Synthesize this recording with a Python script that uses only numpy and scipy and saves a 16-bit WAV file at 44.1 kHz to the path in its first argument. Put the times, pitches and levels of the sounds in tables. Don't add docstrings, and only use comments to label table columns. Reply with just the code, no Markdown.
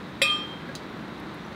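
import sys
import numpy as np
from scipy import signal
from scipy.fft import rfft, irfft
from scipy.io import wavfile

SR = 44100
rng = np.random.default_rng(int(sys.argv[2]) if len(sys.argv) > 2 else 0)


def bounce(signal):
    frames = np.transpose(np.atleast_2d(signal))
    limited = np.clip(frames, -1, 1)
    pcm = np.round(limited * 32767).astype(np.int16)
    wavfile.write(sys.argv[1], SR, pcm)


N = 68355
TIME = np.arange(N) / SR

# frequency in Hz, level in dB, swell in seconds,
# hold in seconds, 60 dB decay in seconds, beat rate in Hz, twin's amplitude as a share from 0 to 1.
GLASS_MODES = [(549.4, -22, .002, 0.0024, 0.12, 5, 0), (1211.3, -31, 0.034, 0.073, 0.45, 3, 0),
               (2458, -24.5, 0.0065, 0.035, 0.38, 4.6, 0.5), (2612, -27, 0.00092, 0.039, 0.4, 6.1, 0.62),
               (3181.6, -22, 0.087, 0.0073, 0.58, 9.4, 0.23), (3224, -24.5, 0.0015, 0.0033, 0.42, 15, 0.23),
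               (3600, -30, 0.0034, 0.0046, 0.076, 5, 0.1), (3818, -28.5, 0.0019, 0.004, .26, 6.9, 0.18),
               (4490, -45, .003, .005, 0.36, 6, 0.4), (4740, -30.5, 0.0017, 0.0044, 0.15, 6, 0.13),
               (5130, -50, .003, .005, 0.27, 6, 0.2), (5450, -40, 0.0025, 0.0083, 0.54, 5.6, 0.7),
               (7200, -36.5, .003, 0.0044, 0.063, 6, 0.05), (7380, -38, 0.0033, .003, 0.37, 6.9, 0.67),
               (7670, -51, .003, .005, 0.29, 6, .3), (8281, -36.5, 0.0073, .008, 0.28, 8.1, .45),
               (9713, -31.5, 0.0026, 0.0033, 0.12, 17, 0.53), (9815, -44.5, .003, .005, 0.37, 12, .4),
               (10400, -52, .003, .005, .33, 7.4, .3), (11010, -57, .003, .005, .4, 7, .3),
               (12810, -51, .003, .005, .3, 7, .3), (13240, -53, .003, .005, .22, 7, .3),
               (14700, -49, .003, .005, .17, 7, .3)]
# frequency in Hz, level in dB, 60 dB decay in seconds.
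BOTTLE_MODES = [(1910, -22, .022), (2070, -11.5, 0.019), (3200, -17.5, 0.068)]
# frequency in Hz, relative level per Hz in dB.
CRACK_COLOUR = [(150, -31), (550, -9), (800, -20.5), (1400, -10), (2050, -2), (2500, -7), (2850, -21),
                (3400, 2.5), (3800, 1), (4300, -17), (5400, -13), (6400, -40), (7500, -14), (9800, -31),
                (11500, -35.5), (14000, -26), (16000, -44)]
# frequency in Hz, relative level per Hz in dB.
TAIL_COLOUR = [(300, -29), (1200, -13.5), (2100, 2), (2800, -12), (3500, 5.5), (4500, -3.5), (6400, -22.5),
               (7800, -19), (11500, -32), (14000, -30), (16000, -36)]
# frequency in Hz, relative level per Hz in dB.
TICK_COLOUR = [(1500, -25), (3000, -2), (4000, 6), (5000, -5), (6500, -3), (7600, -8), (8900, -6),
               (11000, -19.5), (16000, -17)]
# frequency in Hz, relative level per Hz in dB.
SNAP_COLOUR = [(1500, -15), (3000, -3), (6000, 0), (10000, -7), (16000, -8)]
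# frequency in Hz, level in dB, 60 dB decay in seconds.
TICK_MODES = [(3994, -36, .08), (4570, -46, 0.16), (5001, -44, 0.11), (6080, -43.5, 0.063),
              (6710, -39.5, .04), (8680, -52, 0.054)]
# start in seconds, level in dB.
DROPLETS = [(1.198, -57.5), (1.342, -55.5), (1.462, -65)]
# frequency in Hz, relative level per Hz in dB.
DROPLET_COLOUR = [(4000, -20), (9000, -1), (12000, 2), (16000, -9)]
# start in seconds, frequency in Hz, level in dB, 60 dB decay in seconds.
GLUGS = [(.69, 553, -34, .08), (.69, 1642, -34, 0.1), (1.406, 5800, -57, .06), (1.448, 5900, -51.5, .06),
         (1.531, 6200, -58, .05)]
# frequency in Hz, relative level per Hz in dB.
AIR_COLOUR = [(20, -38), (40, -23), (62, -7.5), (100, -9.5), (160, 0), (225, -1), (260, -3.5), (305, -0.5),
              (400, -7.5), (520, -10), (730, -13.5), (1000, -11), (1400, -13), (2000, -16.5), (2900, -24.5),
              (3850, -21), (4800, -32.5), (7000, -41), (10000, -46.5), (16000, -50)]

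CLINK_S = 0.2173
SWELL_FROM_DB = -14.5
FLUTTER, FLUTTER_HZ, FLUTTER_BUILD_S = 0.29, 25, 0.063
CRACK_DB, CRACK_T60_S = -16, 0.076
TAIL_DB, ROOM_T60_S = -31.5, 0.65
PING_ATTACK_S = 0.00041

TICK_S, TICK_DB, TICK_T60_S = 0.7523, -32.5, 0.021
TICK_TAIL_DB, TICK_TAIL_T60_S = -12, 0.17
SNAP_DB, SNAP_T60_S = -34, 0.006
DROPLET_T60_S = 0.044

POUR_DB, BUBBLES_PER_S = -53.5, 160
BUBBLE_CYCLES = 15
BUBBLE_SPREAD_DB = 1.5
BUBBLE_LOW_HZ, BUBBLE_HIGH_HZ = 822, 4280

AIR_DB = -38
CUTOFF_HZ = 15700


def glass_ring():
    age = np.maximum(TIME - CLINK_S, 0)
    flutter_depth = FLUTTER * (1 - np.exp(-age / FLUTTER_BUILD_S))
    ring = np.zeros(N)
    for hz, db, swell, hold, t60, beat_hz, twin in GLASS_MODES:
        swell_db = SWELL_FROM_DB * np.maximum(1 - age / swell, 0)
        level = from_db(db + swell_db) * decay(CLINK_S, t60, swell + hold)
        beating = 1 + twin * np.exp(2j * np.pi * beat_hz * age)
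        flutter = flutter_depth * (drift(FLUTTER_HZ) + 1j * drift(FLUTTER_HZ))
        carrier = np.exp(2j * np.pi * (hz * age + rng.random()))
        ring += level * np.real((beating + flutter) * carrier)
    return ring


def contact():
    knock = sum(ping(CLINK_S, *mode) for mode in BOTTLE_MODES)
    crack = from_db(CRACK_DB) * noise(CRACK_COLOUR) * decay(CLINK_S, CRACK_T60_S)
    tail = from_db(TAIL_DB) * noise(TAIL_COLOUR) * decay(CLINK_S, ROOM_T60_S)
    return knock + crack + tail


def pour():
    strength_db = BUBBLE_SPREAD_DB * np.minimum(rng.exponential(1, N), 4)
    strength = from_db(strength_db) * rng.choice([-1, 1], N)
    born = (rng.random(N) < BUBBLES_PER_S / SR) & (TIME > CLINK_S)
    pitches = np.geomspace(BUBBLE_LOW_HZ, BUBBLE_HIGH_HZ, 20)
    pitch_index = rng.integers(0, len(pitches), N)
    bubbles = np.zeros(N)
    for k, hz in enumerate(pitches):
        radius = np.exp(-np.log(1000) * hz / (BUBBLE_CYCLES * SR))
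        angle = 2 * np.pi * hz / SR
        impulses = strength * born * (pitch_index == k) + 1e-18
        poles = [1, -2 * radius * np.cos(angle), radius * radius]
        bubbles += signal.lfilter([0, np.sin(angle)], poles, impulses)
    standouts = sum(ping(*bubble) for bubble in GLUGS)
    return from_db(POUR_DB) * rms_one(bubbles) + standouts


def light_tick():
    snap = from_db(SNAP_DB) * decay(TICK_S, SNAP_T60_S) * noise(SNAP_COLOUR)
    tail_level = from_db(TICK_TAIL_DB) * decay(TICK_S, TICK_TAIL_T60_S)
    level = from_db(TICK_DB) * (decay(TICK_S, TICK_T60_S) + tail_level)
    ring = sum(ping(TICK_S, *mode) for mode in TICK_MODES)
    return snap + level * noise(TICK_COLOUR) + ring


def droplets():
    level = sum(from_db(db) * decay(start, DROPLET_T60_S) for start, db in DROPLETS)
    return level * noise(DROPLET_COLOUR)


def room_air():
    return from_db(AIR_DB) * noise(AIR_COLOUR)


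def ping(start, hz, db, t60):
    rise = 1 - np.exp(-np.maximum(TIME - start, 0) / PING_ATTACK_S)
    tone = np.sin(2 * np.pi * hz * (TIME - start))
    return from_db(db) * rise * decay(start, t60) * tone


def decay(start, t60, hold=0):
    falling = np.maximum(TIME - start - hold, 0)
    return (TIME >= start) * np.exp(-np.log(1000) * falling / t60)


def noise(colour):
    hz, db = np.transpose(colour)
    bins = np.maximum(np.arange(N // 2 + 1) * SR / N, 1)
    gain = from_db(np.interp(np.log(bins), np.log(hz), db))
    return rms_one(irfft(rfft(rng.standard_normal(N)) * gain, N))


def drift(rate_hz):
    bins = np.arange(N // 2 + 1) * SR / N
    rolloff = 1 + (bins / rate_hz) ** 2
    return rms_one(irfft(rfft(rng.standard_normal(N)) / rolloff, N))


def rms_one(x):
    return x / np.sqrt(np.mean(x ** 2) + 1e-20)


def from_db(db):
    return 10 ** (np.asarray(db) / 20)


def scene():
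    mix = glass_ring() + contact() + pour() + light_tick() + droplets() + room_air()
    return mix[None]


def record(dry):
    lowpass = signal.ellip(10, .2, 80, CUTOFF_HZ, fs=SR, output="sos")
    return signal.sosfilt(lowpass, dry)


dry = scene()
out = record(dry)
bounce(out)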